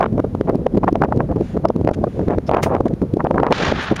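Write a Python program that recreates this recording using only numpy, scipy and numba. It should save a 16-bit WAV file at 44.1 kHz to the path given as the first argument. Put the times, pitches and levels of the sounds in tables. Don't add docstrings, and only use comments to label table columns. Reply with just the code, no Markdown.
import sys
import numpy as np
from scipy import signal
from scipy.fft import rfft, irfft, next_fast_len
from scipy.io import wavfile
from scipy.ndimage import map_coordinates
from numba import njit

SR = 44100
rng = np.random.default_rng(int(sys.argv[2]) if len(sys.argv) > 2 else 0)


def master_out(mix):
    frames = np.transpose(np.atleast_2d(mix))
    ceiling = np.clip(frames, -1, 1)
    pcm = np.round(ceiling * 32767).astype(np.int16)
    wavfile.write(sys.argv[1], SR, pcm)


N = 176400


def amp(db):
    return 10 ** (np.asarray(db) / 20)


def unit(x):
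    return x / np.sqrt(np.mean(x ** 2) + 1e-20)


def clock():
    return np.arange(N) / SR


def filtered(x, response):
    size = next_fast_len(len(x) + 4096)
    return irfft(rfft(x, size) * response(np.fft.rfftfreq(size, 1 / SR)), size)[:len(x)]


def noise(colour):
    points_hz, db = np.transpose(colour)
    response = lambda hz: amp(np.interp(np.log(hz + 1), np.log(points_hz), db))
    return unit(filtered(rng.standard_normal(N), response))


def wobble(rate, size=N):
    knots = rng.standard_normal(int(size * rate / SR) + 4)
    return map_coordinates(knots, [np.arange(size) / SR * rate])


def swell(t, length, edge=4.1):
    return np.exp(-np.abs(t / (0.65 * length)) ** edge)


def dying(start, t60):
    t = clock() - start
    return (t >= 0) * amp(-60 * np.abs(t) / t60)


def turbulence(x, top_hz, low_share=0.17):
    low_hz = low_share * top_hz
    low_cut = lambda hz: 1 / np.hypot(1, (low_hz / (hz + 1)) ** 2)
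    return unit(filtered(x, lambda hz: low_cut(hz) / np.hypot(1, (hz / top_hz) ** 4.45)))


# (frequency [Hz], relative level [dB])
FIELD_COLOUR = [(100, -1), (600, 8.5), (1500, -5), (3000, -15), (6500, -21), (10000, -20.5), (15000, -25.5)]
# (centre time [s], length [s])
WIND_LULLS = [(1.482, 0.018), (2.126, 0.03), (2.419, 0.018), (2.98, 0.074), (3.847, 0.065)]


def breeze():
    eddy = wobble(39.91)
    lull_db = -15 * sum(swell(clock() - time, length) for time, length in WIND_LULLS)
    rumble_gain = amp(1.5 * eddy + 0.55 * lull_db)
    churn_gain = amp(6 * eddy + lull_db)
    rumble = turbulence(rng.standard_normal(N) * rumble_gain, top_hz=232, low_share=0.2138)
    churn = turbulence(rng.standard_normal(N) * churn_gain, top_hz=476)
    return amp(-25) * rumble + amp(-26.5) * churn + amp(-46.5) * noise(FIELD_COLOUR)


# (centre time [s], length [s], level [dB], pitch [Hz])
WIND_KNOCKS = [(0.0098, .0025, 3.5, 721), (0.1963, 0.00084, -8, 474.4), (0.4119, 0.0016, 5, 382),
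               (0.5003, 0.0025, -5, 410.6), (0.6671, .0028, 3.5, 509), (0.8797, .002, -2.5, 939),
               (0.9291, 0.0043, 0.5, 282.8), (0.9564, 0.0011, 3.5, 699.5), (1.0218, 0.0014, 5.5, 820),
               (1.1247, 0.0013, -2.5, 721), (1.175, 0.0022, -3.5, 321), (1.2057, 0.00087, -3.5, 851),
               (1.655, 0.0046, 3.5, 645.6), (1.7034, 0.0018, 1.5, 498.6), (1.813, 0.001, -4.5, 312.6),
               (1.8761, 0.0013, 6.5, 519.5), (1.8907, .001, 7.5, 660), (1.9134, .0009, 5.5, 598),
               (2.0168, 0.0027, -3.5, 329), (2.042, 0.0035, -3, 591), (2.284, 0.0012, 0.5, 335),
               (2.385, 0.0023, 2.5, 307), (2.4943, 0.0014, 2, 591), (2.5146, 0.0017, -1, 720),
               (2.5481, 0.0011, 5, 660), (2.6376, 0.0013, -0.5, 423), (2.8075, .002, 3.5, 519),
               (3.14, 0.0036, -1, 303), (3.171, 0.0022, -2, 399.4), (3.2058, 0.0015, -4.5, 929),
               (3.244, .0018, -2.5, 362), (3.312, 0.0028, 1, 541), (3.382, 0.0017, -2, 995),
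               (3.434, .0018, 3.5, 803), (3.7244, 0.0011, 2, 615)]


def knocks():
    out, t = np.zeros(N + SR), np.arange(-2048, 2048) / SR
    for time, length, db, hz in WIND_KNOCKS:
        phase = 2 * np.pi * hz * t + 0.73 * wobble(2 * hz, len(t))
        shape = np.hanning(len(t)) / (1 + (2 * t / length) ** 2)
        flutter = turbulence(rng.standard_normal(len(t)), top_hz=hz) * swell(t, length=0.015, edge=2.2)
        out[round(time * SR):][:len(t)] += amp(db) * shape * np.cos(phase) + amp(-17) * flutter
    return out[len(t) // 2:][:N]


# (centre time [s], length [s], level [dB], top frequency [Hz])
WIND_PUFFS = [(0.027, 0.03, -11, 1200), (0.061, 0.0042, -11.5, 1280), (0.126, 0.0069, -11.5, 254),
              (0.192, 0.022, -13.5, 700), (0.248, 0.012, -14, 526), (0.351, 0.0058, -12.5, 550),
              (0.491, 0.026, -14, 810), (0.549, 0.027, -12.5, 454), (0.748, 0.016, -11, 373),
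              (0.778, 0.014, -5.5, 455), (0.84, 0.012, -10.5, 800), (0.888, 0.014, -12, 1000),
              (1.01, 0.013, -13, 356), (1.036, 0.035, -10.5, 920), (1.087, 0.0073, -14, 463),
              (1.308, 0.029, -16.5, 550), (1.369, 0.02, -15, 446), (1.412, 0.022, -13, 422),
              (1.571, 0.0074, -12, 552), (1.759, 0.0092, -11.5, 414), (1.849, 0.006, -9.5, 353),
              (1.892, 0.0091, -13.5, 1105), (2.076, 0.013, -16.5, 502), (2.203, 0.025, -16.5, 526),
              (2.316, 0.05, -16, 803), (2.563, 0.065, -13.5, 1030), (2.674, 0.022, -14.5, 714),
              (2.737, 0.06, -14.5, 880), (2.865, 0.017, -11, 600), (2.934, 0.009, -12.5, 284),
              (3.029, 0.016, -12, 444), (3.26, 0.018, -14.5, 890), (3.354, 0.026, -17, 754),
              (3.401, 0.015, -14.5, 974), (3.458, 0.045, -14, 1040), (3.511, 0.013, -7.5, 907),
              (3.651, 0.12, -21.5, 700), (3.922, 0.015, -7, 588)]


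def puffs():
    spike_db, spike_hz = 6, 449.9
    out, size = np.zeros(N + SR), 8192
    t = (np.arange(size) - size // 2) / SR
    for time, length, db, top_hz in WIND_PUFFS:
        shape = swell(t, length)
        eddies = amp(spike_db * wobble(spike_hz, size))
        flow = turbulence(rng.standard_normal(size) * eddies * shape, top_hz)
        crackle = turbulence(rng.standard_normal(size) * eddies ** 2 * shape, 2 * top_hz, low_share=0.5)
        gain = amp(db) * np.sqrt(np.mean(shape ** 2))
        out[round(time * SR):][:size] += gain * (flow + amp(-18.5) * crackle)
    return out[size // 2:][:N]


def grainy_swells(swells, colour, grain_db):
    envelope = sum(amp(db) * swell(clock() - time, length, edge=2.6) for time, length, db in swells)
    return envelope * unit(noise(colour) * amp(grain_db * wobble(320)))


# (centre time [s], length [s], level [dB])
SCRAPES_AND_RUSHES = [(1.48, 0.14, -49), (1.942, 0.012, -32.5), (2.197, 0.28, -54), (2.883, 0.005, -40),
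                      (3.835, .04, -36), (3.965, 0.008, -25)]
# (frequency [Hz], relative level [dB])
SCRAPE_AND_RUSH_COLOUR = [(500, -3), (1500, 9.5), (3000, 2.5), (4300, -2), (5300, -5), (7000, -3),
                          (10000, -12.5), (15000, -27.5)]


def scrapes_and_rushes():
    return grainy_swells(SCRAPES_AND_RUSHES, SCRAPE_AND_RUSH_COLOUR, grain_db=1)


# (centre time [s], length [s], level [dB])
METAL_STROKES = [(1.686, 0.005, -33), (2.477, 0.017, -41)]
# (frequency [Hz], relative level [dB])
METAL_COLOUR = [(1500, -2), (3000, -7), (4700, -5.5), (5250, 7), (5900, -8), (7000, -10.5), (14000, -23)]


def breech_slides():
    return grainy_swells(METAL_STROKES, METAL_COLOUR, grain_db=-4.5)


# (time [s], level [dB])
ACTION_CONTACTS = [(2.6214, -41.5), (2.6273, -27.5), (2.6308, -20), (2.636, -20)]
# (frequency [Hz], relative level [dB], t60 [s])
STEEL_MODES = [(2480, 9, .08), (5582, -8, 0.13), (6250, -5, .2), (6950, -8, .12), (8300, 1, 0.1),
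               (9800, -6, 0.2), (12950, -5, 0.19), (13900, -6.5, .17)]
# (frequency [Hz], relative level [dB])
SNAP_COLOUR = [(200, -6.5), (900, 3), (2000, 3.5), (4000, -7), (7000, -5.5), (11000, -11), (15000, -12)]


def breech_snap():
    out, t = np.zeros(N), clock()
    wavers = [0.8 * wobble(145) for _ in STEEL_MODES]
    for time, db in ACTION_CONTACTS:
        ring = np.zeros(N)
        for (hz, mode_db, t60), waver in zip(STEEL_MODES, wavers):
            strength = amp(mode_db + rng.normal(0, 1.5))
            ring += strength * dying(time, t60) * np.sin(2 * np.pi * hz * (t - time) + waver)
        porch = amp(-10.5) * dying(time, t60=0.12)
        snap = noise(SNAP_COLOUR) * (dying(time, t60=0.037) + porch)
        out += amp(db) * (snap + amp(-22) * ring)
    return out


# (frequency [Hz], relative level [dB])
CRACK_COLOUR = [(100, -3.5), (500, 16), (1500, 7), (3500, -1.5), (6000, -11.5), (10000, -33.5),
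                (15000, -46.5)]
# (frequency [Hz], relative level [dB])
WOODS_COLOUR = [(100, -38.5), (400, -3), (900, 4), (1700, 4.5), (2300, -1), (3600, -1.5), (5000, -8.5),
                (7000, -13), (13000, -43.5)]
# (time [s], level [dB])
WOODS_ECHO = [(3.535, -22.5), (3.559, -18.5), (3.6, -23), (3.685, -19), (3.742, -28), (3.8, -22),
              (3.91, -25), (3.95, -33.5), (4.0, -26.5)]


def shot():
    start_s, dulling_db_per_khz_s = 3.524, 5
    crack = amp(4.5) * noise(CRACK_COLOUR) * dying(start_s, t60=0.026)
    hz, t, spectrum = signal.stft(noise(WOODS_COLOUR), SR, nperseg=256)
    loss_db = dulling_db_per_khz_s * hz[:, None] / 1000 * np.maximum(t - start_s, 0)
    trees = signal.istft(spectrum * amp(-loss_db), SR, nperseg=256)[1][:N]
    echo_db = np.interp(clock(), *np.transpose(WOODS_ECHO)) + 1.96 * wobble(160)
    return crack + trees * amp(echo_db) * (clock() > start_s)


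def scene():
    wind = breeze() + knocks() + puffs()
    return (wind + scrapes_and_rushes() + breech_slides() + breech_snap() + shot())[None]


@njit
def ducking(over_db, attack_s, release_db_per_s):
    attack = 1 - np.exp(-1 / (attack_s * SR))
    out, cut = np.zeros(len(over_db)), 0.
    for i in range(len(over_db)):
        if over_db[i] > cut:
            cut += attack * (over_db[i] - cut)
        else:
            cut = max(cut - release_db_per_s / SR, 0.)
        out[i] = cut
    return out


def record(dry):
    threshold, step_db, ceiling = 0.43, 0.64, 0.71
    notch_hz, notch_width_hz, rolloff_hz, top_hz = 7850, 530, 9450, 15750
    over_db = 20 * np.log10(np.abs(dry[0]) / threshold + 1e-9)
    cut_db = ducking(over_db, attack_s=0.0012, release_db_per_s=100.5)
    stepped_gain = amp(-step_db * np.ceil(cut_db / step_db))
    limited = np.clip(dry[0] * stepped_gain, -ceiling, ceiling)
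    notch = lambda hz: (hz - notch_hz) / (hz - notch_hz - 1j * notch_width_hz)
    rolloff = lambda hz: (hz < top_hz) / np.hypot(1, (hz / rolloff_hz) ** 2)
    return filtered(limited, lambda hz: notch(hz) * rolloff(hz))[None]


dry = scene()
out = record(dry)
master_out(out)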